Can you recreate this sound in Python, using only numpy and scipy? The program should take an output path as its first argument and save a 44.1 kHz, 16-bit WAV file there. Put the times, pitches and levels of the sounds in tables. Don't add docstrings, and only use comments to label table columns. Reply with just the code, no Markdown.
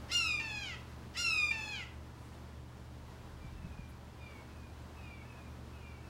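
import sys
import numpy as np
from scipy import signal
from scipy.fft import rfft, irfft, next_fast_len
from scipy.io import wavfile

SR = 44100
rng = np.random.default_rng(int(sys.argv[2]) if len(sys.argv) > 2 else 0)


def waveform_to_disk(signal):
    frames = np.transpose(np.atleast_2d(signal))
    scaled = np.clip(frames, -1, 1) * 32767
    samples = np.round(scaled).astype(np.int16)
    wavfile.write(sys.argv[1], SR, samples)


N = 268569
TIME = np.arange(N) / SR
EDGE_HZ = 15850
NOTE_EDGE_S = .005

# (frequency [Hz], relative level [dB])
KEE_THROAT = [(700, -11), (1150, -7.5), (1420, -5), (2100, -0.5), (2700, -3), (3600, 0), (4250, -2),
              (4800, 0.5), (5550, 0.5), (6150, -14), (7400, -9), (8600, -19.5), (9900, -19.5), (11200, -30),
              (12600, -26), (13800, -43.5), (15500, -35)]
# (time [s], level change [dB])
BACKGROUND_DRIFT = [(0, 2.5), (2.7, -0.5), (4.5, 0.68), (6.09, 0)]


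def hawk():
    # (time [s], length [s], top pitch [Hz], last pitch [Hz], ring level [dB],
    # ring offset before it blooms [dB], blooms after [s], ring fade [dB/s], flare at the break [dB],
    # level of the other partials [dB], their fade over the note [dB])
    high_notes = [(0.113, .293, 1444, 1177, -29.5, -7.5, 0.037, 19, 11, -37, 17),
                  (1.167, .355, 1430, 1186, -29.5, -9.5, 0.0805, 6, 15.4, -38, 8.3)]
    # (time [s], length [s], first pitch [Hz], sag [Hz/s], collapses after [s], last pitch [Hz],
    # ring level [dB], strongest overtone drops briefly at the microphone after [s])
    low_notes = [(0.394, .365, 915.7, 474.5, .238, 618, -39, 0.216),
                 (1.509, .336, 905, 301.7, 0.22, 635, -38.5, 0.147)]
    out = np.zeros(N)
    for row in high_notes:
        add(out, *catch(row[0]))
        add(out, *high_note(*row))
    for row in low_notes:
        add(out, *low_note(*row))
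    return out


def catch(s, length_s=0.033, first_hz=833, last_hz=1064):
    at = span(s - length_s, s + NOTE_EDGE_S)
    hz = np.linspace(first_hz, last_hz, len(at))
    db = np.linspace(-55, -45, len(at))
    start, croak = syrinx(at, hz, db, db - 4, KEE_THROAT, jitter=0.061, onset_jitter=0.022,
                          flicker_db=2, second_db=-26, rasp_db=-13)
    return start, croak * np.sqrt(np.linspace(0, 1, len(at)))


def high_note(s, length, top_hz, last_hz, db, unbloomed_db, bloom_s, fade_db_per_s, flare_db,
              rest_db, rest_fade_db, scoop=0.1375, scoop_s=0.01214):
    at = span(s, s + length)
    age = (at - at[0]) / SR
    left_s, open_s = age[::-1], np.maximum(age - bloom_s, 0)
    hz = settling(age, top_hz, last_hz) * (1 - scoop * np.exp(-age / scoop_s))
    bloom = .5 + .5 * np.tanh((age - bloom_s) / 0.0033)
    overshoot_db = 3 * bloom * np.exp(-open_s / 0.015)
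    release_db = 13 * np.exp(-left_s / .045)
    ring = db + unbloomed_db * (1 - bloom) + overshoot_db - fade_db_per_s * open_s - release_db
    ring += flare_db * np.exp(-(left_s / .014) ** 2)
    rest = rest_db - rest_fade_db * (age / length) ** 3.1
    return syrinx(at, hz, ring, rest, KEE_THROAT, jitter=.0028, onset_jitter=0.018, waver=.002,
                  flicker_db=2.5, second_db=-7.5, rasp_db=-33, press_db=2)


def settling(age, top_hz, last_hz, settle_s=.16):
    sunk = 1 - 1 / (1 + (age / settle_s) ** 2.2)
    return top_hz + (last_hz - top_hz) * sunk / sunk[-1]


def low_note(s, length, first_hz, sag_hz_per_s, collapse_s, last_hz, db, dip_s, bend_s=0.0124):
    # (frequency [Hz], relative level [dB])
    aah_throat = [(650, -20), (880, -2), (1300, 4), (1750, -10.5), (2600, -8), (3400, -2.5), (4300, -3.5),
                  (5100, -4), (6000, -11.5), (6900, -7.5), (8200, -25.5), (9500, -23), (11800, -30.5),
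                  (14000, -35.5)]
    at = span(s, s + length)
    age = (at - at[0]) / SR
    progress = age / length
    sagging = first_hz - sag_hz_per_s * age
    collapse = np.logaddexp(0, (age - collapse_s) / bend_s)
    hz = sagging + (last_hz - sagging[-1]) * collapse / collapse[-1]
    dip_db = 8 * np.exp(-((age - dip_s) / 0.019) ** 2)
    overtone_db = db - 20 * (progress - 0.25) ** 2 - dip_db
    break_db = 6 * np.exp(-age / 0.038)
    rest_db = -47.5 - 27 * (progress - 0.59) ** 2 + break_db
    return syrinx(at, hz, overtone_db, rest_db, aah_throat, jitter=0.0067, onset_jitter=0.027,
                  waver=0.00427, flicker_db=3.0, second_db=-49.5, rasp_db=-19, slack_db=9)


def syrinx(at, hz, ring_db, rest_db, throat, jitter, onset_jitter, flicker_db, second_db, rasp_db,
           waver=0, press_db=0, slack_db=0, second_hz=2130, ring_hz=2520, ring_half_width_hz=600):
    # (frequency [Hz], gain [dB])
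    ripple = [(2000, 8.5), (2350, -0.5), (2470, 3), (2600, -3.5), (2760, 0.5), (2900, 1.5)]
    size, age = len(at), (at - at[0]) / SR
    unrest = jitter + onset_jitter * np.exp(-age / .014)
    turns = np.cumsum(hz * (1 + unrest * wander(340, size) + waver * wander(44.6, size))) / SR
    k = np.arange(1, 19)[:, None]
    partial_hz = k * hz
    press = press_db * np.exp(-age / 0.2)
    rest_db = rest_db - slack_db * np.exp(-age[::-1] / 0.083)
    height = gain_of(read(throat, partial_hz) + press * (partial_hz > 6000)) * (partial_hz < EDGE_HZ)
    inside = 1 / (1 + ((partial_hz - ring_hz) / ring_half_width_hz) ** 8)
    ring = gain_of(ring_db) / np.linalg.norm(height * inside, axis=0)
    rest = gain_of(rest_db) / np.linalg.norm(height * (1 - inside) * (partial_hz > ring_hz), axis=0)
    flicker = gain_of(flicker_db * np.array([wander(42, size) for _ in k]))
    lag, side_lag = rng.random((2, len(k), 1))
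    weight = ring * gain_of(read(ripple, partial_hz)) * inside + rest * flicker * (1 - inside)
    stack = (height * weight * np.cos(2 * np.pi * (k * turns + lag))).sum(0)
    second_turns = np.cumsum(second_hz * (1 + .003 * wander(120, size))) / SR
    side_hz = second_hz + (k - 1) * hz
    side_db = read(throat, side_hz) + 2.5 * np.log2(side_hz / second_hz) + press * (side_hz > 6000)
    side_turns = second_turns + (k - 1) * turns + side_lag
    sidebands = gain_of(side_db) * (side_hz < EDGE_HZ) * np.cos(2 * np.pi * side_turns)
    second_envelope = (1 - np.exp(-(age / 0.0028) ** 2)) / (1 + (age / 0.062) ** 4)
    second = sidebands.sum(0) * gain_of(second_db) * second_envelope
    puffs = noise(throat, size) * (1 + np.cos(2 * np.pi * turns))
    rasp = puffs * gain_of(rasp_db) * (1 + 9 * np.exp(-age / .025))
    edges = np.minimum(1, np.minimum(age, age[::-1]) / NOTE_EDGE_S)
    return at[0] / SR, np.sqrt(2) * (stack + rest * (second + rasp)) * edges


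def far_hawks(flutter_db=3.0, overlap_s=.02, sag_hz_per_s=345, second_hz=1448, second_sag_hz_per_s=370):
    # (time [s], high note length [s], top pitch [Hz], pitch at the break [Hz], high note level [dB],
    # its loudest point [0-1], low note length [s], low pitch [Hz], low note level [dB],
    # level of the syrinx's second tone [dB], treble lift as the high note starts [dB])
    screams = [(3.379, 0.13, 1188, 1154, -67.5, 0.62, 0.48, 916, -68.5, -82.5, 5),
               (4.17, .32, 1228, 1082, -61.5, 0.38, 0.25, 872, -69.5, -72.5, 12),
               (4.945, .31, 1305, 1108, -60, 0.52, 0.26, 883, -63, -68.5, 5),
               (5.71, .31, 1298, 1117, -63, .48, .1, 894.4, -70, -67.5, -6.5)]
    out = np.zeros(N)
    for s, high_s, top_hz, break_hz, high_db, loudest, low_s, low_hz, low_db, second_db, lift in screams:
        high_age, low_age = span(0, high_s) / SR, span(0, low_s) / SR
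        add(out, *far_note(s, settling(high_age, top_hz, break_hz), high_db, lift, loudest))
        add(out, *far_note(s, second_hz - second_sag_hz_per_s * high_age, second_db, lift_db=-17))
        add(out, *far_note(s + high_s - overlap_s, low_hz - sag_hz_per_s * low_age, low_db, lift_db=-18))
    return out * gain_of(flutter_db * wander(44))


def far_note(s, hz, db, lift_db, loudest=0.37, jitter=0.01, lift_s=0.089):
    # (frequency [Hz], relative level [dB])
    far_throat = [(800, -23.5), (1250, 0.5), (1750, 7), (2350, 16.5), (2750, 8.5), (3300, -4), (3650, -1.5),
                  (4300, -13), (4900, -3), (7500, -34), (10000, -65)]
    size, k = len(hz), np.arange(1, 8)[:, None]
    lift = lift_db * np.exp(-np.arange(size) / SR / lift_s) * (k * hz[0] > 3100)
    hz = hz * (1 + jitter * wander(183, size))
    height = gain_of(read(far_throat, k * hz) + lift)
    stack = (height * np.cos(2 * np.pi * k * np.cumsum(hz) / SR)).sum(0)
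    arch = gain_of(db - 22 * (np.linspace(0, 1, size) - loudest) ** 2)
    return s, arch * unit_rms(stack) * signal.windows.tukey(size, 0.222)


def walls(x):
    # (delay [s], level relative to the direct sound [dB])
    echoes = [(.0075, -24), (.019, -11.5), (.034, -17), (.052, -56), (.071, -13.5), (.098, -51.5)]
    out = np.zeros(N)
    for delay, db in echoes:
        add(out, delay, gain_of(db) * x)
    return out


def trees(x, reflections_per_s=2000, build_s=0.0017, dull_hz=7000):
    # (frequency [Hz], time to die away by 60 decibels [s])
    decay_times = [(300, 0.287), (1500, 0.56), (2600, 0.45), (5000, 0.403), (9000, 0.31), (15000, 0.075)]
    taps = rng.choice([-1., 1.], SR) * (rng.random(SR) < reflections_per_s / SR)
    hz, t, spectra = signal.stft(taps, SR, nperseg=256)
    decay = gain_of(-60 * t / read(decay_times, hz)[:, None])
    treble_loss = np.hypot(1, hz / dull_hz)[:, None]
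    build = 1 - np.exp(-t / build_s)
    tail = signal.istft(spectra * decay / treble_loss * build, SR, nperseg=256)[1]
    return signal.fftconvolve(x, tail / np.linalg.norm(tail))[:N]


def handling(grip_s=3.58, grip_spread_s=0.45, grip_db=-53.5):
    # (time [s], peak level [dB], pitch [Hz], half length [s])
    bumps = [(3.459, -42, 135.6, 0.0084), (3.651, -40.5, 170.2, 0.0094), (3.668, -37, 74, 0.0028),
             (3.794, -37.5, 170.5, 0.0037), (3.799, -50, 91.8, 0.0097)]
    # (time [s], level [dB], centre frequency [Hz], half length [s])
    brushes = [(2.25, -73.5, 8370, 0.088), (3.9, -69.5, 11000, .016)]
    # (frequency [Hz], relative level [dB])
    grip_spectrum = [(25, -36), (38, 2), (60, -7), (180, -10), (320, -49), (1000, -80)]
    out = noise(grip_spectrum) * gain_of(grip_db) * swell(grip_s, grip_spread_s)
    for s, db, hz, spread_s in bumps:
        out += gain_of(db) * swell(s, spread_s) * np.cos(2 * np.pi * hz * (TIME - s))
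    for s, db, hz, spread_s in brushes:
        out += gain_of(db) * swell(s, spread_s) * noise([(hz / 2, -20), (hz, 0), (hz * 2, -20)])
    return out


def air_conditioner(buzz_hz=120.55, waver=0.00846, sway_db=1.2):
    # (frequency [Hz], relative level [dB])
    tones = [(37.7, -16), (74.8, -1.5), (188.4, -15), (236, -16), (314, -17)]
    buzz_db = -55.5 - 3.5 * swell(s=4, spread_s=1.0) + 0.26 * wander(3.4)
    out = gain_of(buzz_db) * np.sin(2 * np.pi * buzz_hz * TIME)
    hum_db = -53 + np.interp(TIME, *np.transpose(BACKGROUND_DRIFT))
    for hz, db in tones:
        turns = np.cumsum(hz * (1 + waver * wander(2.23))) / SR
        out += gain_of(hum_db + db + sway_db * wander(1.8)) * np.sin(2 * np.pi * turns)
    return np.sqrt(2) * out


def outdoors(hush_db=-56.5, rumble_db=-57):
    # (frequency [Hz], relative level [dB])
    hush_spectrum = [(120, -30), (200, -2), (447, -7), (498, -9.5), (609, -8), (745, -10.5), (998, -8.5),
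                     (1150, -12), (1340, -13), (2190, -19), (4800, -24.5), (14900, -38.5), (15700, -34.5)]
    rumble_spectrum = [(24, -38), (36, -13), (60, 1.5), (90, 2), (140, -1.5), (200, -8), (260, -12.5),
                       (400, -59)]
    drift_db = np.interp(TIME, *np.transpose(BACKGROUND_DRIFT))
    hush = noise(hush_spectrum) * gain_of(hush_db + drift_db + 0.77 * wander(4.9))
    rumble = noise(rumble_spectrum) * gain_of(rumble_db + 0.6 * wander(3.9))
    return hush + rumble


def gain_of(db):
    return 10 ** (np.asarray(db) / 20)


def unit_rms(x):
    return x / np.sqrt(np.mean(x ** 2) + 1e-20)


def read(points, hz):
    f, value = np.transpose(points)
    return np.interp(np.log(hz + 1), np.log(f + 1), value)


def add(mix, s, sound):
    part = mix[round(s * SR):][:len(sound)]
    part += sound[:len(part)]


def span(start, end):
    return np.arange(max(round(start * SR), 0), min(round(end * SR), N))


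def swell(s, spread_s):
    return np.exp(-((TIME - s) / spread_s) ** 2)


def noise(spectrum, size=N):
    count = next_fast_len(size)
    colour = gain_of(read(spectrum, np.fft.rfftfreq(count, 1 / SR)))
    return unit_rms(irfft(rfft(rng.standard_normal(count)) * colour, count)[:size])


def wander(rate_hz, size=N):
    count = size // 16 + 2
    f = np.fft.rfftfreq(count, 16 / SR)
    slow = irfft(rfft(rng.standard_normal(count)) / (1 + (f / rate_hz) ** 2), count)
    return np.interp(np.arange(size), np.linspace(0, size, count), unit_rms(slow))


def scene(direct_db=-3.5, wet_db=-14, far_wet_db=-9):
    near, far = hawk(), far_hawks()
    birds = gain_of(direct_db) * (near + walls(near)) + far
    scattered = trees(gain_of(wet_db) * near + gain_of(far_wet_db) * far)
    return (birds + scattered + outdoors() + air_conditioner() + handling())[None]


def record(dry):
    lowpass = signal.firwin(1023, EDGE_HZ, window=("kaiser", 9), fs=SR)
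    return signal.oaconvolve(dry, lowpass[None], "same", axes=1)


dry = scene()
out = record(dry)
waveform_to_disk(out)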